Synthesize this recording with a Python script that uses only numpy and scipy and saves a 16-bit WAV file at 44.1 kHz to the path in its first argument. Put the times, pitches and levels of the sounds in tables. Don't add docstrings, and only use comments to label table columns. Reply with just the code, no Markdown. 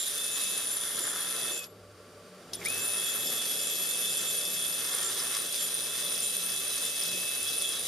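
import sys
import numpy as np
from scipy import signal
from scipy.fft import rfft, irfft, next_fast_len
from scipy.io import wavfile
from scipy.ndimage import uniform_filter1d

SR = 44100
rng = np.random.default_rng(int(sys.argv[2]) if len(sys.argv) > 2 else 0)


def dump(signal):
    limited = np.clip(np.atleast_2d(signal).T, -1, 1)
    pcm = np.round(limited * 32767).astype(np.int16)
    wavfile.write(sys.argv[1], SR, pcm)


N = 347067
TIME_S = np.arange(N) / SR

WHEEL_HZ, FLATS_HZ, GEAR_MESH_HZ = 50.3, 124, 2619
HUM_HZ, DRONE_HZ = 99.5, 182
FULL_PRESSURE_HISS_DB = -43
SMALL_PINGS_FROM_S = 2.8

# f/Hz, side against mid/dB
STEREO_WIDTH = [(25, -23), (60, -29), (125, -51), (250, -42), (500, -21.5), (1000, -11), (2200, -19.5),
                (2700, -0.5), (4000, -15), (4800, -9.5), (7200, -4), (8000, -2), (9800, -5), (11000, 2),
                (12500, -1.5), (15000, -9)]

# t/s, rumble/dB, mains hum/dB, drone/dB
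MOTOR_LEVELS = [(0.0, -54, -80, -69), (0.55, -50, -79, -55), (0.7, -50.5, -67, -56),
                (1.56, -47.5, -80, -55), (1.6, -54, -71, -55), (1.78, -55, -52, -60), (1.95, -58, -59, -65),
                (2.21, -55.5, -60, -65), (2.3, -57.5, -68, -57), (2.58, -49, -54.5, -46.5),
                (3.04, -48.5, -60.5, -61), (3.24, -47.5, -75, -57), (4.73, -49.5, -71, -51.5),
                (4.91, -48, -71, -58), (6.4, -51, -63, -53.5), (6.53, -52, -59, -51),
                (6.7, -49.5, -63, -58.5), (7.0, -51.5, -67, -61), (7.15, -47.5, -61, -50),
                (7.3, -50, -63, -61), (7.52, -50, -55, -56), (7.72, -52, -74, -63), (7.87, -53, -51, -54)]
# f/Hz, level/dB
RUMBLE_SPECTRUM = [(15, -62), (25, -27), (64, -46), (96, -10), (140, -12), (173, -8), (213, -11), (248, -3),
                   (310, -10.5), (366, 0), (517, -4), (591, -2.5), (900, -14.5), (1170, -43), (1980, -120)]
# f/Hz, width/Hz, level/dB
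CASING_MODES = [(299, 11, -68.5), (448, 59, -62), (501.5, 16, -64), (588.5, 25, -61.5), (1158, 44, -65),
                (1355, 74, -68)]
# t/s, level/dB
AIR_LEVELS = [(1.6, -60), (1.646, -51), (1.682, -63), (2.15, -59), (2.526, -57), (2.574, -56), (2.66, -49)]
# f/Hz, level/dB
AIR_SPECTRUM = [(440, -44), (750, -31), (931, -18), (1070, -5), (1150, -7), (1260, -5), (1350, -4.5),
                (1820, -10.5), (3810, -13.5), (4730, -16), (5720, -15), (8060, -21.5), (8810, -17),
                (14300, -26.5), (15600, -39)]
# f/Hz, width/Hz, level against air/dB
BEARING_MODES = [(4650, 300, -12), (4900, 250, -15), (5400, 200, -20), (7190, 400, -17), (8750, 400, -16)]

# t/s, level/dB
KNOCK_EVENTS = [(1.64, -26.5), (2.534, -15.5), (2.6014, -33), (2.6574, -22)]
# f/Hz, level/dB
KNOCK_SPECTRUM = [(880, -52), (1500, -34), (3800, -6), (4310, -4), (5450, 1), (7520, -16), (9700, -4),
                  (15500, -28)]

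# t/s, level/dB
GEAR_LEVELS = [
    [(0.0, -78), (0.23, -51), (0.48, -48), (0.6, -49.5), (0.84, -67), (1.136, -65), (1.188, -55),
     (1.58, -47.5)],
    [(2.75, -43.5), (2.99, -47.5), (3.33, -51.5), (4.0, -48), (4.83, -51), (5.0, -56), (5.09, -66),
     (5.3, -50.5), (5.64, -56), (6.0, -51), (7.03, -48.5), (7.13, -44), (7.7, -47), (7.87, -59)],
]
# t/s, f/Hz, level/dB
GEAR_RUN_DOWN = [(1.626, 2547, -48.5), (1.66, 2550, -60)]
# t/s, f/Hz, level/dB
GEAR_RUN_UP = [(2.645, 1754, -56), (2.656, 2054, -41), (2.669, 2307, -37), (2.682, 2459, -47),
               (2.703, 2577, -37.5), (2.72, 2600, -41)]
# t/s, f/Hz, level/dB
START_WHISTLE = [(2.605, 10350, -68), (2.62, 10650, -60), (2.64, 11000, -66)]
# t/s, f/Hz, level/dB
SLACK_SCRAPE = [(2.595, 2176, -58), (2.627, 2080, -44), (2.647, 2070, -48), (2.66, 2100, -37)]

# start/s, end/s
SPOT_MOVES = [(2.0, 2.1), (2.88, 3.04), (4.7, 5.04)]
CLEAR_TONES_HZ = [3355, 3528, 7283, 11391]
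# width/Hz, pan/dB, left lead/rad, coherence/0-1
CLEAR_SHAPES = [(61.3, -2, -0.057, 0.83), (29.6, -4.5, -.12, 0.78), (26, -5.5, 1, 0.6),
                (22.5, 2.5, -0.64, 0.3)]
CLEAR_SPOT_DB = [(-49.5, -50, -44.5, -48.5), (-48.5, -50, -48, -50), (-48.5, -53, -46, -52),
                 (-55, -55, -45.5, -53)]
# t/s, level/dB
CLEAR_TONE_SWELLS = [
    [(1.2, -50), (1.312, -51), (1.432, -45), (1.57, -52), (2.56, -54), (3.0, -44), (3.1, -42), (3.29, -46),
     (3.65, -46), (4.09, -48), (4.59, -43), (5.62, -42), (5.75, -53), (6.17, -45), (6.57, -46), (6.65, -53),
     (7.14, -44.5), (7.48, -38), (7.66, -37), (7.75, -41)],
    [(0.2, -39), (0.486, -50), (0.85, -47), (1.17, -45), (1.504, -43), (3.29, -40.5), (3.39, -39),
     (3.65, -60), (3.92, -41), (4.07, -38), (4.17, -46), (4.29, -42), (4.46, -43), (4.65, -42), (4.92, -49),
     (5.57, -44), (5.93, -44), (6.05, -39.5), (6.86, -41), (7.54, -44), (7.66, -41)],
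    [(0.0, -35.5), (0.2, -44), (0.742, -48), (1.098, -46), (1.57, -43), (2.57, -57), (2.83, -39),
     (2.97, -49), (3.1, -39), (3.28, -44), (3.37, -46), (3.61, -39), (3.7, -38), (3.9, -41), (4.07, -40),
     (4.17, -43), (4.28, -38.5), (4.55, -46), (4.92, -40), (5.07, -36.5), (5.62, -39), (6.25, -36.5),
     (6.57, -43), (6.86, -38), (7.14, -45), (7.67, -46)],
    [(0.742, -41), (0.902, -45), (1.0, -49), (1.208, -46), (1.32, -44), (1.59, -54), (1.64, -52),
     (2.83, -47), (2.99, -48), (3.1, -53), (3.26, -47), (3.32, -38), (3.51, -39), (3.8, -40), (4.07, -42),
     (4.17, -40), (4.49, -42), (4.69, -38), (4.92, -46), (5.63, -39)],
]
FAINT_TONES_HZ = [3929, 4250, 7003, 10754, 11771, 12050]
# width/Hz, pan/dB, left lead/rad, coherence/0-1
FAINT_SHAPES = [(30, .8, 1.2, 0.85), (45, -4, -2, 1), (32, 29, 3.5, 0.6), (95, -11, -0.6, .6),
                (40.6, -2, 1.6, 0.9), (330, -7, -0.5, 0.7)]
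FAINT_SPOT_DB = [(-55.5, -61, -57, -50.5), (-54.5, -55, -59, -56.5), (-48, -49, -49.5, -57),
                 (-56, -59, -53, -63), (-48, -55, -42.5, -52.5), (-50, -43, -54, -47)]
# t/s, level/dB
FAINT_TONE_SWELLS = [
    [],
    [],
    [(0.36, -38.5), (0.47, -37), (0.58, -45), (1.53, -46), (3.09, -53), (3.85, -47), (5.03, -47),
     (5.64, -40), (7.68, -43), (7.85, -43)],
    [(0.42, -45), (0.48, -48), (0.55, -49), (0.62, -45), (0.7, -42), (0.8, -49), (1.53, -51)],
    [],
    [],
]

# t/s, grit hiss/dB, bolt ring/dB, housing rattle/dB, rasp/dB
CONTACT_LEVELS = [
    [(0.0, -43.5, -35.5, -50, -33.5), (0.2, -44, -34, -47.5, -41), (0.45, -42.5, -35, -46.5, -40),
     (0.78, -45.5, -34.5, -43.5, -42), (1.0, -44, -36, -43.5, -59), (1.5, -44.5, -34, -44.5, -57),
     (1.59, -47.5, -42, -55, -55), (1.612, -53, -55, -60, -58), (1.639, -53, -47, -63, -61),
     (1.68, -75, -77, -73, -77)],
    [(2.53, -57, -71, -57, -50), (2.545, -51, -70, -57, -44), (2.575, -61, -70, -60, -56),
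     (2.637, -56, -65, -57, -45), (2.659, -41.5, -62, -52, -47), (2.675, -48, -56, -50, -37),
     (2.685, -46, -39, -48, -41), (2.78, -44.5, -37, -47.5, -44), (2.87, -44, -30, -44.5, -42),
     (3.21, -43.5, -36.5, -45, -41), (3.52, -42.5, -35.5, -49.5, -50), (4.73, -43, -35, -49.5, -45),
     (4.89, -41.5, -35, -42.5, -48), (5.4, -43, -34.5, -44, -47), (5.54, -42, -35, -49, -54),
     (5.75, -43, -34.5, -49, -60), (6.1, -42.5, -34, -47, -53), (6.3, -42.5, -34, -51.5, -59),
     (7.1, -42.5, -36, -48, -46), (7.64, -42.5, -35, -51.5, -43), (7.8, -44, -36, -51, -37),
     (7.87, -41, -38.5, -48, -37)],
]
# f/Hz, level/dB
RATTLE_SPECTRUM = [(470, -28), (800, -9), (868, -17), (1120, -3), (1350, -3), (1790, -2.5), (2500, -21.5),
                   (3250, -38), (5500, -120)]
# f/Hz, width/Hz, level against rattle/dB
HOUSING_MODES = [(983, 51, -15), (1188, 140, -17), (1346, 32, -10), (1702, 38, -18.5), (1820, 56, -10),
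                 (2098, 54, -12)]
# f/Hz, level/dB
HISS_SPECTRUM = [(1000, -28.5), (1800, -18.5), (2500, -16.5), (3000, -13.5), (4200, -12.5), (5100, -10),
                 (6900, -12.5), (7600, -14), (8800, -11), (10500, -18), (11600, -10.5), (12500, -17.5),
                 (14500, -24), (15150, -32), (15700, -42)]
# f/Hz, width/Hz, level/dB, pan/dB, left lead/rad, coherence/0-1
HISS_MODES = [(3405, 690, -3, -2, -3, 0), (6125, 420, -6.5, -1, 0.8, 0.7)]
# t/s, f/Hz
BOLT_PITCH = [(0.0, 9700), (0.9, 9850), (1.55, 9760), (2.7, 9740), (3.6, 9620), (5.0, 9530), (6.0, 9590),
              (7.87, 9660)]
# t/s, level/dB
CORNER_BITES = [(0.182, -24), (0.5761, -20), (0.7145, -19), (0.7682, -17), (0.8515, -26), (0.8854, -26),
                (0.9901, -20), (1.039, -24), (1.2046, -19.5), (1.4854, -22), (1.5473, -27), (1.566, -30),
                (1.5908, -26), (2.5474, -28), (2.5531, -24.5), (2.6504, -22), (2.6579, -19), (2.6843, -19),
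                (2.7013, -21), (2.7246, -22), (2.74, -26), (2.7454, -24), (2.7754, -25), (2.8786, -18),
                (2.9968, -21), (3.6693, -19.5), (4.1704, -18), (4.3878, -18), (4.9487, -18.5),
                (5.3796, -23), (5.7412, -19.5), (5.7495, -17.5), (6.3664, -17.5), (6.7575, -22),
                (6.8503, -19.5), (7.011, -23), (7.0344, -18), (7.29, -19), (7.4285, -19), (7.582, -18.5),
                (7.6212, -18.5), (7.6894, -19)]
# t/s, level/dB
GRAIN_PINGS = [(3.2717, -36), (3.5893, -33), (3.6212, -31), (4.1316, -30), (4.4104, -33), (4.4494, -32),
               (4.7244, -31), (4.8479, -34.5), (5.08, -36), (5.1947, -27.5), (6.1876, -31), (6.4912, -30),
               (7.0498, -37), (7.088, -35), (7.4401, -34), (7.487, -36), (7.6017, -28)]


def amp(db):
    return 10 ** (np.asarray(db) / 20)


def unit_rms(x):
    return x / np.sqrt(np.mean(np.abs(x) ** 2) + 1e-20)


def curves(*tables):
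    times_s, *columns = np.transpose(np.concatenate(tables))
    return [np.interp(TIME_S, times_s, column) for column in columns]


def gate(*tables):
    inside = sum((TIME_S >= rows[0][0]) * (TIME_S <= rows[-1][0]) * 1. for rows in tables)
    return uniform_filter1d(inside, size=265)


def gain_at(spectrum, hz):
    points_hz, points_db = np.transpose(spectrum)
    return amp(np.interp(np.log(hz), np.log(points_hz), points_db))


def drift(corner_hz):
    pole = np.exp(-40 * np.pi * corner_hz / SR)
    slow = signal.lfilter([1], [1, -2 * pole, pole * pole], rng.standard_normal(N // 20 + 3002))[3000:]
    return np.interp(np.arange(N) / 20, np.arange(len(slow)), unit_rms(slow))


def wavering(levels_db, spreads_db, corner_hz):
    return [db + spread_db * drift(corner_hz) for db, spread_db in zip(levels_db, spreads_db)]


def noise(spectrum, drive=1):
    size = next_fast_len(N)
    hz = np.maximum(np.arange(size // 2 + 1) * SR / size, 1)
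    mid, side = rfft(drive * rng.standard_normal((2, N)), size) * gain_at(spectrum, hz)
    ears = mid + gain_at(STEREO_WIDTH, hz) * side * [[1], [-1]]
    return unit_rms(irfft(ears, size)[:, :N])


def mode(hz, width_hz, pan_db=0, lead_rad=0, coherence=1, drive=1, even=0.):
    pole = np.exp(-4 * np.pi * width_hz / SR)
    coarse_drive = np.broadcast_to(drive, N)[::4]
    swing = coarse_drive * rng.standard_normal((4, len(coarse_drive)))
    for _ in range(2):
        swing = signal.lfilter([1 - pole], [1, -pole], swing)
    swing = swing[:2] + 1j * swing[2:]
    mid, side = swing / (np.abs(swing) + 1e-6) ** even
    left_right = np.array([[1], [-1]])
    ears = np.sqrt(1 + coherence) * mid + np.sqrt(1 - coherence) * side * left_right
    ears = ears * np.exp(.5j * lead_rad * left_right) * amp(pan_db / 2 * left_right)
    ears = np.array([np.interp(np.arange(N) / 4, np.arange(len(ear)), ear) for ear in ears])
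    carrier = np.exp(2j * np.pi * np.cumsum(np.broadcast_to(hz, N)) / SR)
    return unit_rms(np.real(ears * carrier))


def impulses(events):
    clicks = np.zeros(N)
    for s, db in events:
        clicks[round(s * SR)] = amp(db)
    return clicks


def random_impulses(per_s, db, spread_db):
    return (rng.random(N) < per_s / SR) * amp(db + spread_db * rng.standard_normal(N))


def struck(clicks, rise_s, fall_s):
    t = TIME_S[:882]
    shape = (1 - np.exp(-t / rise_s)) ** 2 * np.exp(-t / fall_s)
    return signal.oaconvolve(clicks, shape / shape.max())[:N]


def grinder():
    rumble_db, hum_db, drone_db = wavering(curves(MOTOR_LEVELS), spreads_db=(1, 2, 2.5), corner_hz=3.2)
    casing = sum(amp(db) * mode(hz, width_hz) for hz, width_hz, db in CASING_MODES)
    whirr = sum(amp(db) * mode(hz, width_hz, coherence=.62) for hz, width_hz, db in BEARING_MODES)
    hum = amp(hum_db - 5.5) * mode(HUM_HZ, 5.9, even=.75)
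    drone = amp(drone_db - 6) * mode(DRONE_HZ, 42, even=.7)
    free_running = amp(curves(AIR_LEVELS)[0] + 1.5) * gate(AIR_LEVELS)
    air = noise(AIR_SPECTRUM, drive=amp(.53 * drift(24)))
    bench = amp(.9 * hum_db - 21) * mode(55, 50, coherence=.99)
    rumble = amp(rumble_db - 1) * noise(RUMBLE_SPECTRUM)
    return rumble + casing + hum + drone + bench + free_running * (air + whirr)


def knocks(decay_db_per_s=1130):
    envelope = sum(amp(db - 13 - decay_db_per_s * np.maximum(TIME_S - s, 0)) * (TIME_S >= s)
                   for s, db in KNOCK_EVENTS)
    return envelope * noise(KNOCK_SPECTRUM)


def drill():
    first, second = ([(s, GEAR_MESH_HZ, db) for s, db in rows] for rows in GEAR_LEVELS)
    runs = first + GEAR_RUN_DOWN, GEAR_RUN_UP + second
    mesh_hz, mesh_db = curves(*runs)
    backlash = np.clip(1 - mesh_hz / GEAR_MESH_HZ, 0, .15)
    rough_db = (1.3 + 16 * backlash) * drift(150)
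    whine_hz = mesh_hz + 2.99 * drift(6.02)
    whine = amp(mesh_db + 3 + rough_db) * mode(whine_hz, 14.5, .47, 1.43, .97, even=1)
    whistle_hz, whistle_db = curves(START_WHISTLE)
    whistle = amp(whistle_db) * mode(whistle_hz, 30, coherence=.7, even=.8)
    scrape_hz, scrape_db = curves(SLACK_SCRAPE)
    scrape = amp(scrape_db) * mode(scrape_hz, 900, coherence=.91, drive=amp(5.5 * drift(150)))
    return gate(*runs) * whine + gate(SLACK_SCRAPE) * scrape + gate(START_WHISTLE) * whistle


def wheel_envelope(pressure, spot_db, wander_db, swells, width_hz):
    resting_db = np.interp(TIME_S, np.ravel(SPOT_MOVES), np.repeat(spot_db, 2)[1:-1])
    bell = np.exp(-.5 * (np.arange(-6000, 6001) / SR / .028) ** 2)
    swelling = signal.oaconvolve(impulses(swells), bell, "same")
    drive = np.hypot(pressure * amp(resting_db + wander_db), swelling)
    fade_db = 9 * width_hz * TIME_S
    return amp(np.maximum.accumulate(20 * np.log10(drive + 1e-9) + fade_db) - fade_db)


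def wheel_tones():
    hiss_db = curves(*CONTACT_LEVELS)[0]
    pressure = gate(*CONTACT_LEVELS) * np.minimum(amp(hiss_db - FULL_PRESSURE_HISS_DB), 1)
    flutter = amp(2.1 * drift(41))
    tones = np.zeros((2, N))
    for hz, shape, spot_db, swells in zip(CLEAR_TONES_HZ, CLEAR_SHAPES, CLEAR_SPOT_DB, CLEAR_TONE_SWELLS):
        envelope = wheel_envelope(pressure, spot_db, 2 * drift(8.9), swells, width_hz=shape[0])
        tones += envelope * amp(2.74 * drift(79)) * mode(hz, *shape, even=.9)
    for hz, shape, spot_db, swells in zip(FAINT_TONES_HZ, FAINT_SHAPES, FAINT_SPOT_DB, FAINT_TONE_SWELLS):
        envelope = wheel_envelope(pressure, spot_db, 1.25 * drift(2.3), swells, width_hz=shape[0])
        tones += envelope * mode(hz, *shape, drive=flutter)
    return tones


def housing_rattle(unsteady):
    ring = sum(amp(db) * mode(hz, width_hz, -.2, .05, .93) for hz, width_hz, db in HOUSING_MODES)
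    return noise(RATTLE_SPECTRUM, drive=amp(1.56 * unsteady)) + ring


def grain_pings():
    small = (TIME_S > SMALL_PINGS_FROM_S) * random_impulses(per_s=22, db=-38, spread_db=1.8)
    envelope = struck(impulses(GRAIN_PINGS) + small, rise_s=.0009, fall_s=.0064)
    return amp(-6.5) * envelope * mode(5150, 770, 1.4, .1, .96, even=.36)


def corner_bites(pressing, ring_hz):
    small = pressing * random_impulses(per_s=7, db=-27, spread_db=2.5)
    envelope = struck(impulses(CORNER_BITES) + small, rise_s=.00054, fall_s=.0024)
    return amp(-6.5) * envelope * mode(ring_hz, 112, .3, -.2, .85, even=.93)


def grit_hiss(grit):
    grains = amp(3 * drift(120))
    broad = sum(amp(db) * mode(hz, width_hz, *stereo, drive=grit)
                for hz, width_hz, db, *stereo in HISS_MODES)
    stiff = amp(-9) * mode(5120, 820, 1.4, .1, .97, drive=grains)
    return amp(5) * noise(HISS_SPECTRUM, drive=grit) + broad + stiff


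def grinding():
    touching = gate(*CONTACT_LEVELS)
    hiss_db, ring_db, rattle_db, rasp_db = wavering(
        curves(*CONTACT_LEVELS), spreads_db=(.6, .9, 1.4, 2), corner_hz=5.2)
    pressing = touching * (hiss_db > FULL_PRESSURE_HISS_DB - 6)
    flats_hz = FLATS_HZ * (1 + .1 * drift(2.1))
    ring_hz = curves(BOLT_PITCH)[0] + 30 * drift(2)
    flats = np.cos(2 * np.pi * np.cumsum(flats_hz * (1 + .0355 * drift(7.6))) / SR)
    runout = np.cos(2 * np.pi * WHEEL_HZ * TIME_S)
    unsteady = drift(28)
    grit = amp(.79 * flats + .72 * runout + .65 * unsteady + 2.05 * drift(370))
    bite = amp(3.9 * flats + .5 * runout + .13 * unsteady + .38 * drift(62))
    hiss = amp(hiss_db) * grit_hiss(grit)
    rasp = amp(rasp_db - 9) * mode(3730, 380, -.5, .1, .95, drive=grit)
    ring = amp(ring_db - 1) * mode(ring_hz, 496, .53, -.2, .77, drive=bite)
    strikes = corner_bites(pressing, ring_hz) + grain_pings()
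    rattle = amp(rattle_db - 3.5) * housing_rattle(unsteady)
    return touching * (hiss + rasp + ring + rattle) + strikes


def scene():
    return grinding() + wheel_tones() + drill() + knocks() + grinder()


def record(dry, low_hz=45, high_hz=15760):
    dry = signal.sosfilt(signal.butter(2, low_hz, "high", fs=SR, output="sos"), dry)
    return signal.sosfilt(signal.cheby2(26, 60, high_hz, fs=SR, output="sos"), dry)


dry = scene()
out = record(dry)
dump(out)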